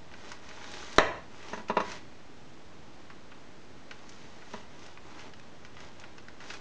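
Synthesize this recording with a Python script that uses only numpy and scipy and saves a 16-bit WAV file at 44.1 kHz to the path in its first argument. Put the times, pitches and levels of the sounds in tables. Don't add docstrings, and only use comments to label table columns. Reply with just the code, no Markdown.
import sys
import numpy as np
from scipy import signal
from scipy.fft import rfft, irfft
from scipy.io import wavfile
from scipy.ndimage import uniform_filter1d, minimum_filter1d

SR = 44100
rng = np.random.default_rng(int(sys.argv[2]) if len(sys.argv) > 2 else 0)


def inscribe(sig):
    pcm = np.round(np.clip(np.atleast_2d(sig).T, -1, 1) * 32767)
    wavfile.write(sys.argv[1], SR, pcm.astype(np.int16))


N = 291391

# start/s, length/s, rasp level/dB, hiss level/dB
HAND_STROKES = [(0.104, 0.26, -49, -54.5), (0.448, 0.56, -44.5, -48), (1.337, .26, -46, -52.5),
                (1.791, 0.17, -41, -48), (3.899, 0.47, -54, -58.5), (4.415, 0.2, -50, -55),
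                (4.707, 0.21, -53, -57), (5.059, .22, -48, -56.5), (5.761, .11, -49.5, -58),
                (5.964, 0.1, -51.5, -63), (6.418, 0.14, -45.5, -48.5)]
# t/s, level/dB
SNAP_CONTACTS = [(.9833, 2), (.9841, 2.5), (.9853, 3), (.9879, -12)]


def from_db(db):
    return 10 ** (np.asarray(db) / 20)


def unit_energy(x):
    return x / np.sqrt(np.sum(x ** 2) + 1e-20)


def unit_rms(x):
    return unit_energy(x) * np.sqrt(len(x))


def at_hz(points, hz):
    row_hz, values = np.transpose(points)
    return np.interp(np.log(hz + 1e-9), np.log(row_hz), values)


def through(x, response):
    return signal.fftconvolve(x, response)[:len(x)]


def colour(x, spectrum, size=4096):
    gains = from_db(at_hz(spectrum, np.fft.rfftfreq(size, 1 / SR)))
    cepstrum = irfft(np.log(gains))
    cepstrum[1:size // 2] *= 2
    cepstrum[size // 2 + 1:] = 0
    response = irfft(np.exp(rfft(cepstrum)))
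    return through(x, unit_energy(response))


def fade(t60, size=N):
    return np.exp(-np.log(1000) * np.arange(size) / (SR * t60))


def impulses(times, levels_db):
    out = np.zeros(N)
    np.add.at(out, (np.asarray(times) * SR).astype(int), from_db(levels_db))
    return out


def burst(t60, size=8192):
    return unit_energy(rng.standard_normal(size) * fade(t60, size))


def room_noise(level_db):
    # f/Hz, level/dB
    hush_colour = [(25, -14), (45, -2.5), (70, 1), (120, 0), (300, 0), (500, -4.5), (1000, -8.5),
                   (2000, -14), (4000, -19.5), (6300, -24), (8000, -31.5), (9000, -39), (10000, -67.5)]
    return from_db(level_db) * colour(rng.standard_normal(N), hush_colour)


def garage_echo(x, build_s, size=32768):
    # f/Hz, level/dB
    echo_colour = [(60, 6), (200, 4.5), (500, -2), (900, 2.5), (1800, -5), (2700, 0), (4000, 2), (6500, -6),
                   (10000, 1.5)]
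    # f/Hz, t60/s
    echo_t60 = [(100, 0.59), (500, 0.36), (1500, 0.36), (4000, 0.33), (9000, 0.35)]
    hz = np.fft.rfftfreq(size, 1 / SR)
    noise_spectrum = rfft(rng.standard_normal(size))
    echo = np.zeros(size)
    for low_hz in 45 * 2. ** np.arange(8):
        octave = irfft(noise_spectrum * ((hz >= low_hz) & (hz < 2 * low_hz)))
        echo += octave * fade(at_hz(echo_t60, low_hz * np.sqrt(2)), size)
    echo *= 1 - np.exp(-(np.arange(size) / SR / build_s) ** 2)
    return through(x, unit_energy(colour(echo, echo_colour)))


def case_ring(along_shaft=False, size=22050):
    # f/Hz, level struck on the teeth/dB, level struck along the shaft/dB, t60/s
    case_tones = [ (195.8, -9, -8, 0.22), (358, -16, -18, 0.13), (414.6, -9, 1, 0.17), (462, -11, 1, 0.074),
                  (627, -3, 0.5, 0.07), (659, -9, -1, 0.12), (882, -8.5, -17, 0.088),
                  (982, -5.5, -25, 0.092), (1104, -1, -11, 0.068), (1233, -1, 0, 0.061),
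                  (1570, -21, -19, 0.092), (1632, -32, -6, .3), (1670, -21, -3, .26), (1958, -27, -9, .33),
                  (2535, -30, -12, .3), (2702, -16, -14, .14), (2336, -8.5, -18, 0.049),
                  (3616, -15.5, -18, 0.079), (3970, -20, -17, 0.076), (5440, -32, -27.5, 0.054),
                  (5900, -40, -25, .2)]
    t = np.arange(size) / SR
    ring = np.zeros(size)
    for hz, teeth_db, shaft_db, t60 in case_tones:
        strength = from_db(shaft_db if along_shaft else teeth_db)
        ring += strength * fade(t60, size) * np.sin(2 * np.pi * hz * t)
    return unit_energy(ring)


def friction(per_s, spread_db, smooth):
    sizes = from_db(spread_db * np.minimum(rng.exponential(1, N), 4))
    catches = (rng.random(N) < per_s / SR) * sizes * rng.choice([-1, 1], N)
    return unit_rms(unit_rms(catches) + smooth * rng.standard_normal(N))


def stroke_gain(start, length, steepness, attack_s=0.051, release_s=0.05):
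    t = np.arange(N) / SR - start
    speed_db = np.interp(t / length, [0, 0.62, 1], [-7.5, 0, -3])
    moving = np.interp(t, [-attack_s, 0, length, length + release_s], [0, 1, 1, 0])
    return moving * from_db(steepness * speed_db)


def sliding(rasp_db, hiss_db, ring_db):
    # f/Hz, level/dB
    rasp_colour = [(120, -9), (250, -4), (500, -3.5), (720, -1), (810, 3), (1100, -2), (1550, -2),
                   (1730, -5.5), (1880, 0.5), (2200, -3), (3200, -9), (5000, -20.5), (9000, -38.5)]
    # f/Hz, level/dB
    hiss_colour = [(1800, -20), (3000, 4), (4400, 3), (5200, 3), (6300, 3), (7300, -5), (8300, -16),
                   (9500, -23), (10200, -59)]
    rasp_pushes = sum(from_db(db) * stroke_gain(s, length, 0.92) for s, length, db, _ in HAND_STROKES)
    hiss_pushes = sum(from_db(db) * stroke_gain(s, length, 1.43) for s, length, _, db in HAND_STROKES)
    rasp_gain = np.hypot(from_db(-62), rasp_pushes)
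    hiss_gain = np.hypot(from_db(-67), hiss_pushes)
    rasp = colour(rasp_gain * friction(per_s=500, spread_db=3.0, smooth=1.0), rasp_colour)
    hiss = colour(hiss_gain * friction(per_s=980, spread_db=5.0, smooth=1.4), hiss_colour)
    ring = from_db(ring_db) * through(rasp, case_ring(along_shaft=True))
    return from_db(rasp_db) * (rasp + ring) + from_db(hiss_db) * hiss


def brushing_teeth(per_s=9, count=8):
    rows = []
    for start, length, rasp_db, _ in HAND_STROKES:
        delays = (np.arange(count) + rng.random(count)) / per_s
        for delay, (strength, pitch) in zip(delays, rng.standard_normal((count, 2))):
            if delay < length:
                level_db = rasp_db + 21 + 3 * strength
                centre_hz = 2110 * 2 ** (0.84 * pitch)
                rows.append((start + delay, level_db, centre_hz, 0.051))
    return rows


def tooth_ticks(level_db, sharpness, edge, size=8192, count=128):
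    # t/s, level/dB, centre f/Hz, t60/s
    touches = [(0.116, -27, 1310, .03), (0.3167, -14.5, 1500, 0.077), (0.318, -19, 5000, 0.036),
               (0.511, -21, 1550, 0.044), (0.612, -20, 1130, 0.085), (.7383, -18.5, 2660, 0.056),
               (.828, -19, 1420, .045), (0.9617, -19.5, 6200, 0.05), (1.485, -21, 2550, 0.051),
               (1.684, -17.5, 2680, .064), (1.917, -16, 3080, 0.042), (3.101, -19.5, 1450, 0.085),
               (3.3167, -22.5, 1290, .05), (3.9107, -14, 2000, 0.051), (4.0924, -23, 6300, 0.06),
               (4.5344, -22, 2930, 0.067), (4.8634, -26.5, 6300, .055), (4.9744, -21, 1550, 0.029),
               (5.1937, -22, 2500, .089), (5.3359, -24, 2400, 0.032), (5.3972, -27, 3470, 0.015),
               (5.6494, -21, 2540, 0.097), (5.7674, -21.5, 1660, 0.11), (6.0386, -19.5, 1550, 0.043),
               (6.181, -21, 2230, 0.057), (6.284, -19, 2560, 0.033), (6.4042, -18, 2180, 0.17),
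               (6.5017, -12.5, 2120, .07), (6.537, -17.5, 3400, 0.07)]
    # f/Hz, level/dB
    tick_colour = [(300, -25), (850, 2), (1150, 2), (1440, 6.5), (1750, 0.5), (1950, 5), (2150, -1.5),
                   (2550, 1.5), (2850, 0.5), (3400, -4.5), (4800, -2), (6300, -1.5), (7600, -10),
                   (10000, -26)]
    out = np.zeros(N + SR)
    noises = rng.standard_normal((count, 2, size))
    for (s, db, hz, t60), (ring_noise, crack_noise) in zip(touches + brushing_teeth(), noises):
        ring = unit_energy(ring_noise * fade(t60, size))
        crack = edge * unit_energy(crack_noise * fade(t60=0.016, size=size))
        pitch_filter = signal.iirpeak(min(hz, SR / 4), sharpness, fs=SR)
        treble_cut = signal.butter(3, min(3 * hz, SR / 4), fs=SR)
        pitched = signal.lfilter(*pitch_filter, ring + crack)
        tick = colour(signal.lfilter(*treble_cut, pitched), tick_colour)
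        start = int(s * SR)
        out[start:start + size] += from_db(db + level_db) * unit_energy(tick)
    return out[:N]


def rebounding(times, levels_db, loss_db=19.5, gap_s=0.0092, count=3):
    return sum(impulses(times + k * gap_s, levels_db - k * loss_db) for k in range(count))


def gear_knocks(ring_db, clatter_db, click_db, shaft_db, thud_db, thud_hz, backlash_s, top_hz):
    # t/s, blow level/dB, steel click level/dB, thud level/dB
    knocks = [(1.531, -25.5, -37.5, -34.5), (1.574, -31, -54, -39), (1.597, -36.5, -62, -41),
              (1.697, -15, -42.5, -26), (1.7679, -9.5, -43, -30), (1.8005, -17, -37.5, -35),
              (4.537, -28, -49, -34)]
    # f/Hz, level/dB
    clatter_colour = [(80, -30), (200, -2), (420, 2), (560, -4), (800, -2.5), (1150, 8.5), (1500, -9.5),
                      (2600, -13), (4000, -23), (7000, -28), (10000, -63)]
    # f/Hz, level/dB
    click_colour = [(500, -23), (1700, 36), (2700, -2), (4000, -3), (4800, 2), (6300, 19), (7500, -37),
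                    (10000, -56)]
    times, levels_db, clicks_db, thuds_db = np.transpose(knocks)
    first_touches = impulses(times, levels_db - 12)
    landings = times + backlash_s
    blows = first_touches + rebounding(landings, levels_db)
    ring = from_db(ring_db) * through(blows, case_ring())
    clatter = from_db(clatter_db) * colour(through(blows, burst(t60=0.089)), clatter_colour)
    floorboards = fade(t60=0.044) * np.sin(2 * np.pi * thud_hz * np.arange(N) / SR)
    thud = from_db(thud_db) * through(rebounding(landings, thuds_db, loss_db=11), floorboards)
    softening = signal.butter(3, [165, top_hz], "band", fs=SR, output="sos")
    body = signal.sosfilt(softening, ring + clatter + thud)
    steel_blows = rebounding(landings, clicks_db)
    click = from_db(click_db) * colour(through(steel_blows, burst(t60=0.07)), click_colour)
    shaft_ring = from_db(shaft_db) * through(steel_blows, case_ring(along_shaft=True))
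    return body + click + shaft_ring


def snap_ring(clatter_db, ring_db):
    # f/Hz, level/dB
    case_colour = [(70, -17), (140, -21), (280, -11), (380, -1.5), (650, 6.5), (950, -4), (1200, 1.5),
                   (1650, 3.5), (1850, -1.5), (2600, -8.5), (3200, -16), (4100, -11.5), (4700, -21),
                   (6700, -18.5), (10000, -56)]
    s, db = max(SNAP_CONTACTS, key=lambda contact: contact[1])
    blow = impulses([s], [db])
    clatter = colour(through(blow, burst(t60=0.026)), case_colour)
    ring = through(blow, case_ring(along_shaft=True))
    return from_db(clatter_db) * clatter, from_db(ring_db) * ring


def shift_snap(crack_db, swing_db, swing_hz, swing_t60):
    # f/Hz, level/dB
    crack_colour = [(60, -13), (140, 3), (250, 2.5), (480, 2.5), (660, 7), (820, -5.5), (1000, -2),
                    (1220, 9.5), (1550, 1.5), (2300, -28.5), (4000, 1.5), (4700, -23), (6200, -10.5),
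                    (10000, -47)]
    blows = sum((-1) ** k * impulses([s], [db]) for k, (s, db) in enumerate(SNAP_CONTACTS))
    crack = from_db(crack_db) * colour(blows, crack_colour)
    mic_swing = fade(swing_t60) * np.cos(2 * np.pi * swing_hz * np.arange(N) / SR)
    return crack + from_db(swing_db) * through(abs(blows), mic_swing)


def scene():
    crack = shift_snap(crack_db=6.5, swing_db=-32.0, swing_hz=2.1, swing_t60=0.48)
    clatter, ring = snap_ring(clatter_db=9.5, ring_db=5.5)
    meshing = gear_knocks(ring_db=13.0, clatter_db=13, click_db=26.5, shaft_db=24.5,
                          thud_db=1.5, thud_hz=210, backlash_s=0.002107, top_hz=5030)
    ticks = tooth_ticks(level_db=-0.5, sharpness=0.84, edge=0.62)
    turning = ticks + sliding(rasp_db=-3.5, hiss_db=-2.5, ring_db=-16)
    into_room = (from_db(3) * clatter + from_db(-12.5) * ring
                 + from_db(-13) * meshing + from_db(-11.5) * turning)
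    echo = garage_echo(into_room, build_s=0.0027)
    return (crack + clatter + ring + meshing + turning + echo + room_noise(level_db=-53))[None]


def gain_control(x, threshold_db, attack_s, hold_s, release_db_per_s):
    power = uniform_filter1d(x[0] ** 2, size=88)
    level_db = 10 * np.log10(np.maximum(power, 1e-12))
    half_hold = int(hold_s * SR / 2)
    needed_db = np.minimum(threshold_db - level_db, 0)
    held_cut_db = -minimum_filter1d(needed_db, 2 * half_hold + 1, origin=half_hold)
    recovery_db = release_db_per_s * np.arange(N) / SR
    cut_db = np.maximum.accumulate(held_cut_db + recovery_db) - recovery_db
    lag = np.exp(-1 / (attack_s * SR))
    smooth_cut_db = signal.lfilter([1 - lag], [1, -lag], cut_db)
    return x * from_db(-smooth_cut_db)


def record(dry, peak_limit=0.85, cutoff_hz=9900, offset=0.0069):
    held = gain_control(dry, threshold_db=-13, attack_s=0.0057, hold_s=0.038, release_db_per_s=57)
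    rounded = peak_limit * np.tanh(held / peak_limit)
    treble_cut = signal.ellip(10, .2, 70, cutoff_hz, fs=SR, output="sos")
    return signal.sosfilt(treble_cut, rounded) + offset


dry = scene()
out = record(dry)
inscribe(out)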